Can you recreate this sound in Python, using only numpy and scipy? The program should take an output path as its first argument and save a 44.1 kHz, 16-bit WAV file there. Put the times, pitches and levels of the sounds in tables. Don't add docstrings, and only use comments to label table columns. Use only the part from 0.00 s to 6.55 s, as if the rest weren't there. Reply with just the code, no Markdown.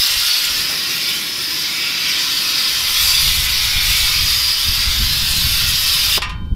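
import sys
import numpy as np
from scipy import signal
from scipy.fft import rfft, irfft, next_fast_len
from scipy.io import wavfile
from scipy.ndimage import uniform_filter1d

SR = 44100
rng = np.random.default_rng(int(sys.argv[2]) if len(sys.argv) > 2 else 0)


def materialize(psi):
    bounded = np.clip(np.atleast_2d(psi).T, -1, 1)
    quanta = np.round(bounded * 32767).astype(np.int16)
    wavfile.write(sys.argv[1], SR, quanta)


N = 288855
TIME_S = np.arange(N) / SR

# f/Hz, density/dB
YARD_SPECTRUM = [(25, -13), (65, 3.5), (150, -6.5), (250, -11), (500, -8.5), (1500, -33), (5000, -23),
                 (7500, -46), (15000, -63)]

# f/Hz, density/dB
RUSH_SPECTRUM = [(35, -22), (68, -0.5), (110, -3), (155, 6), (230, 1.5), (330, 4), (480, -6), (700, -12),
                 (1200, -27.5)]
# t/s, level/dB
RUMBLE_LEVEL = [(0, -48), (.55, -46), (1.0, -51), (2.65, -46), (2.9, -36.5), (3.3, -27.5), (3.65, -28.5),
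                (4.3, -30), (4.58, -36.5), (4.8, -27.5), (5.5, -25), (5.95, -32.5), (6.55, -23)]
# f/Hz, density/dB
RUMBLE_SPECTRUM = [(12, 4.5), (24, -1), (42, 3), (68, 1.5), (105, -4), (150, -11), (220, -40), (400, -60),
                   (900, -79)]
# f/Hz, density/dB
ROAR_SPECTRUM = [(45, -2.5), (75, 3), (115, -1.5), (170, -3), (260, -14), (450, -29.5), (900, -73)]
# peak t/s, length/s, level/dB
FUEL_FLARES = [(0.168, .09, -38.5), (.56, 0.16, -41), (3.041, 0.046, -30), (3.272, .08, -25.5),
               (3.389, 0.096, -25.5), (3.769, 0.066, -24.5), (3.889, 0.057, -23.5), (4.039, 0.062, -27),
               (4.232, 0.1, -23.5), (4.698, 0.051, -21), (4.881, 0.042, -23), (5.024, 0.075, -20.5),
               (5.46, 0.1, -26.5), (5.676, .1, -28.5), (6.525, 0.027, -20)]

# t/s, level/dB, t60/s
BEAD_POPS = [(.046, -38, .04), (.365, -35, .04), (.69, -32, 0.3), (.722, -39, .15), (6.174, -23, 0.041),
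             (6.179, -14.5, 0.033)]
# f/Hz, density/dB
POP_SPECTRUM = [(100, -9), (220, 5), (380, 2), (900, 5), (1500, 2), (3000, -17), (5500, -21), (12000, -38)]
# t/s, level/dB, ring share/dB
WHEEL_BLOWS = [(6.219, -17.5, 2.5), (6.294, -30, -3), (6.444, -54, -6)]
# f/Hz, density/dB
CLATTER_SPECTRUM = [(300, -31), (800, -13), (1050, -6), (1600, -9.5), (2600, 2), (3800, -1.5), (5400, -9),
                    (6300, -15), (7300, -15), (8500, -17), (12500, -20), (14000, -36)]
# f/Hz, t60/s
CLATTER_DECAY = [(1000, 0.53), (2800, 0.17), (5000, 0.16), (12000, 0.082)]
# f/Hz, level/dB, t60/s
WHEEL_MODES = [(850, -28, 1.1), (1013, -12.5, 0.68), (1047, -27, 0.9), (1150, -21, .3), (1216, -13, 0.44),
               (1437, -25, 1), (1580, -27.5, 1), (1851, -13.5, 0.36), (2324, -16.5, 0.62),
               (2430, -31, 0.54), (2700, -8, 0.22), (2760, -25, .2), (3100, -26, 1.6), (3700, -25.5, 0.74),
               (4400, -24, 0.64), (5580, -15, 0.21), (6729, -31, 0.25)]

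# t/s, delay/ms, gain
SHORT_PATH = [(0, 0.81, 0.068), (2.85, 0.84, 0.13), (3.15, .85, 0.29), (3.45, 0.88, 0.16), (4.9, .85, 0.15),
              (5.2, 0.76, 0.081), (6.2, .81, 0.14)]
# delay/ms, gain, drift/ms
DRIFTING_PATHS = [(.68, -0.055, 0.06), (1.5, 0.16, 0.15), (2.13, 0.065, 0.095), (2.63, -0.12, 0.17),
                  (3.0, 0.11, 0.096), (4.1, 0.23, 0.258), (5.4, 0.19, 0.317), (7.0, 0.14, 0.19)]
# t/s, level/dB
JET_LEVEL = [(0.0, -20.5), (0.4, -21), (0.66, -25), (1.02, -25), (1.1, -22.5), (1.3, -27.5), (1.58, -25.0),
             (1.64, -25.5), (1.98, -24.5), (2.08, -22), (2.88, -21.5), (2.98, -18.5), (3.5, -21.0),
             (4.08, -19.0), (4.54, -23.5), (4.74, -21.5), (5.12, -22.5), (6.16, -19.0)]
# f/Hz, density/dB
CORE_SPECTRUM = [(900, -33.5), (1500, -15.5), (2000, -13), (2600, -6.5), (3100, -2.5), (3400, -2),
                 (4100, -1.5), (4700, -3.5), (5300, -1.5), (5800, -6.5), (6500, -15), (8000, -23.5)]
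# f/Hz, density/dB
SPRAY_SPECTRUM = [(4000, -29), (6400, -2.5), (7500, -4), (9500, -3.5), (11700, -1), (13500, -1),
                  (15600, -9.5)]
# t/s, level/dB re jet
SPRAY_SHARE = [(0.0, -3), (1.56, -4.5), (1.98, -7.5), (2.76, -5.5), (3.0, -1.5), (3.8, -5), (3.9, -1),
               (4.18, -6.5), (4.28, -2.5), (4.92, -4.5), (5.4, -1.5), (6.16, -3.5)]
# f/Hz, density/dB
EDDY_SPECTRUM = [(120, -20), (400, -11.5), (780, -13.5), (1020, -5.5), (1550, -2), (1900, 3), (2450, -5),
                 (3000, 2), (4200, -27)]
# t/s, level/dB
EDDY_STRENGTH = [(0.0, -29.0), (0.68, -30.5), (1.18, -35), (2.62, -29.5), (5.22, -31.5), (5.62, -30),
                 (6.16, -31.5)]
# t/s, f/Hz
WHISTLE_PITCH = [(0, 5060), (.13, 4920), (.35, 4550), (.52, 4943), (1.66, 5060), (2.45, 4790), (3.05, 4853),
                 (3.32, 4690), (3.78, 4970), (3.98, 4750), (4.55, 4975), (4.8, 4720), (5.22, 4830),
                 (5.42, 4627), (6.16, 4950)]
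# t/s, level/dB re jet
WHISTLE_SHARE = [(0.0, 4.5), (0.18, -11.5), (0.32, 5), (0.42, -4.5), (0.62, 1.5), (1.06, -2.5), (1.2, -13),
                 (1.36, 0.5), (2.34, -4), (2.62, 0.5), (2.98, -9.5), (3.1, 1.5), (3.44, -11), (3.58, -2.5),
                 (3.78, -12), (4.44, 4), (4.86, -2), (6.16, -3.5)]
# t/s, f/Hz, relative level/dB
HOLLOW_MODE = [(0.3, 2684, -15), (0.95, 2452, -6.5), (1.64, 2103, -10), (1.8, 2547, 0), (2.12, 2330, -4.5),
               (2.35, 2599, -14), (3.2, 2452, -11.5), (3.85, 2351, -6), (4.6, 2555, -15.5),
               (6.16, 2748, -9.5)]
# f/Hz, width/Hz, level/dB re jet
WELL_MODES = [(587, 40, -40), (851, 80, -30.5), (1025, 70, -28.5), (1132, 84, -25.5), (1274, 39, -28.5),
              (1412, 36, -27)]


def gain_of(db):
    return 10 ** (np.asarray(db) / 20)


def unit_rms(x):
    return x / np.sqrt(np.mean(x ** 2) + 1e-20)


def at_hz(rows, hz):
    row_hz, values = np.transpose(rows)
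    return np.interp(np.log(hz + 1), np.log(row_hz + 1), values)


def curve(rows):
    row_s, *columns = np.transpose(rows)
    return np.squeeze([np.interp(TIME_S, row_s, column) for column in columns])


def ramp(start_s, length_s):
    return np.clip((TIME_S - start_s) / length_s, 0, 1)


def add(mix, start_s, sound):
    part = mix[round(start_s * SR):][:len(sound)]
    part += sound[:len(part)]


def noise(spectrum, size=N):
    n = next_fast_len(size)
    shape = gain_of(at_hz(spectrum, np.fft.rfftfreq(n, 1 / SR)))
    return unit_rms(irfft(rfft(rng.standard_normal(n)) * shape, n)[:size])


def wander(rate_hz):
    n, control_hz = 8192, 1000
    hz = np.fft.rfftfreq(n, 1 / control_hz)
    slow = irfft(rfft(rng.standard_normal(n)) * (hz > 0) / (1 + (hz / rate_hz) ** 4))
    return unit_rms(np.interp(TIME_S, np.arange(n) / control_hz, slow))


def resonance(hz, width_hz):
    pole = np.exp(-np.pi * width_hz / SR)
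    white = rng.standard_normal(N) + 1j * rng.standard_normal(N)
    band = signal.sosfilt([[1 - pole, 0, 0, 1, -pole, 0]] * 2, white)
    carrier = np.exp(2j * np.pi * np.cumsum(hz * np.ones(N)) / SR)
    return unit_rms((band * carrier).real)


def turbulence(spectrum, depth_db, bins, frames):
    cells = signal.stft(noise(spectrum), nperseg=512)[2]
    patches = uniform_filter1d(rng.standard_normal(cells.shape), bins, axis=0)
    patches = unit_rms(uniform_filter1d(patches, frames, axis=1))
    return unit_rms(signal.istft(cells * gain_of(depth_db * patches), nperseg=512)[1][:N])


def yard():
    return gain_of(-51.5) * noise(YARD_SPECTRUM)


def underbody(x, t60_s):
    t = np.arange(SR // 2) / SR
    tail = noise([(200, -2), (3500, 2), (5200, -3.5), (7000, -7.5), (15000, -20)], size=len(t))
    tail *= gain_of(-60 * t / t60_s) * (t > 0.004)
    return signal.fftconvolve(x, tail / np.linalg.norm(tail))[:N]


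def rush(start_s=0.35, start_db=-38, sag_db_per_s=1.5, remnant_db=-51):
    young_db = start_db - sag_db_per_s * (TIME_S - start_s)
    caught = ramp(start_s=2.6, length_s=0.6)
    level_db = (1 - caught) * young_db + caught * remnant_db
    return noise(RUSH_SPECTRUM) * ramp(start_s, length_s=0.25) * gain_of(level_db)


def flame(big_fire_db=-24.5, roar_db_per_db=1.34):
    flare_power = sum(gain_of(db) ** 2 * np.exp(-(2 * (TIME_S - peak_s) / length_s) ** 2)
                      for peak_s, length_s, db in FUEL_FLARES)
    rumble_db = 10 * np.log10(gain_of(curve(RUMBLE_LEVEL)) ** 2 + flare_power)
    billows = noise(RUMBLE_SPECTRUM)
    billows /= np.sqrt(uniform_filter1d(billows ** 2, size=4000) + 0.02)
    weak_db = 2 * np.minimum(rumble_db + 44, 0)
    spread_db = 6 * ramp(start_s=4.4, length_s=0.67)
    roar_db = -36 + roar_db_per_db * (rumble_db - big_fire_db) + spread_db + 2 * wander(17)
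    return billows * gain_of(rumble_db + weak_db) + noise(ROAR_SPECTRUM) * gain_of(roar_db)


def puffs(width_s=0.0064, push_db=7, ref_length_s=0.063):
    t = np.arange(-SR // 20, SR // 20) / SR
    push = (1 - 2 * (t / width_s) ** 2) * np.exp(-(t / width_s) ** 2)
    out = np.zeros(N)
    for peak_s, length_s, db in FUEL_FLARES:
        add(out, peak_s + t[0], gain_of(db + push_db) * ref_length_s / length_s * push)
    return out


def pops():
    out, t = np.zeros(N), np.arange(SR // 2) / SR
    for start_s, db, t60_s in BEAD_POPS:
        add(out, start_s, noise(POP_SPECTRUM, size=len(t)) * gain_of(db - 60 * t / t60_s))
    return out


def wheel(attack_s=0.00047):
    out, t = np.zeros(N), np.arange(SR) / SR
    splits_hz = rng.uniform(6, 18, len(WHEEL_MODES))
    attack = 1 - np.exp(-t / attack_s)
    for start_s, db, ring_db in WHEEL_BLOWS:
        bin_hz, age_s, cells = signal.stft(noise(CLATTER_SPECTRUM, size=SR), SR, nperseg=256)
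        decay = gain_of(-60 * age_s / at_hz(CLATTER_DECAY, bin_hz)[:, None])
        clatter = signal.istft(cells * decay, nperseg=256)[1][:SR]
        ring = np.zeros(SR)
        for (hz, mode_db, t60_s), split_hz in zip(WHEEL_MODES, splits_hz):
            mode = np.sin(2 * np.pi * (hz * t + rng.random()))
            twin = np.sin(2 * np.pi * ((hz + split_hz) * t + rng.random()))
            ring += gain_of(mode_db - 60 * t / t60_s) * (mode + 0.23 * twin)
        add(out, start_s, gain_of(db) * (clatter + gain_of(ring_db) * ring) * attack)
    return out


def echoes(x, cutoff_hz=11000):
    dull = signal.sosfiltfilt(signal.butter(1, cutoff_hz, fs=SR, output="sos"), x)
    paths = [curve(SHORT_PATH)]
    paths += [(ms + drift_ms * wander(0.916), gain) for ms, gain, drift_ms in DRIFTING_PATHS]
    out = x + sum(gain * np.interp(TIME_S - ms / 1000, TIME_S, dull) for ms, gain in paths)
    return out * np.std(x) / np.std(out)


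def gap_whistle(jet_db, tighten_from_db=-26, tighten_span_db=8):
    share_db = curve(WHISTLE_SHARE)
    tightness = np.clip((jet_db + share_db - tighten_from_db) / tighten_span_db, 0, 1)
    pitch_hz = curve(WHISTLE_PITCH) + 100 * wander(54.9)
    loose = np.sqrt(1 - tightness) * resonance(pitch_hz, width_hz=760)
    tight = np.sqrt(tightness) * resonance(pitch_hz, width_hz=380)
    return (loose + tight) * gain_of(share_db)


def jet(shut_s=6.177, choke_s=0.0066):
    jet_db = curve(JET_LEVEL)
    whistle = gap_whistle(jet_db)
    low_gap_mode = resonance(3670 + 70 * wander(3), width_hz=370) * gain_of(-10)
    hollow_hz, hollow_db = curve(HOLLOW_MODE)
    hollow = resonance(hollow_hz, width_hz=800) * gain_of(hollow_db - 1)
    well = sum(resonance(hz, width_hz) * gain_of(db) for hz, width_hz, db in WELL_MODES)
    core = turbulence(CORE_SPECTRUM, depth_db=1.8, bins=6, frames=12) * gain_of(2.18)
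    spray = turbulence(SPRAY_SPECTRUM, depth_db=2, bins=10, frames=14)
    spray *= gain_of(curve(SPRAY_SHARE) + 0.88 * wander(25))
    eddies = turbulence(EDDY_SPECTRUM, depth_db=1, bins=4, frames=14) * gain_of(curve(EDDY_STRENGTH))
    hiss = core + whistle + low_gap_mode + hollow + well + spray
    hiss *= gain_of(jet_db + 0.23 * wander(30))
    choke = np.exp(-np.maximum(TIME_S - shut_s, 0) / choke_s)
    return (eddies + hiss) * choke


def scene():
    tire = echoes(jet()) + pops() + wheel()
    fire = rush() + flame() + puffs()
    mono = tire + gain_of(-16) * underbody(tire, t60_s=0.29) + fire + yard()
    return np.array([mono, mono])


def record(dry):
    lowpass = signal.firwin(701, 15700, window=("kaiser", 9), fs=SR)
    return signal.oaconvolve(dry, lowpass[None], "same", axes=1)


dry = scene()
out = record(dry)
materialize(out)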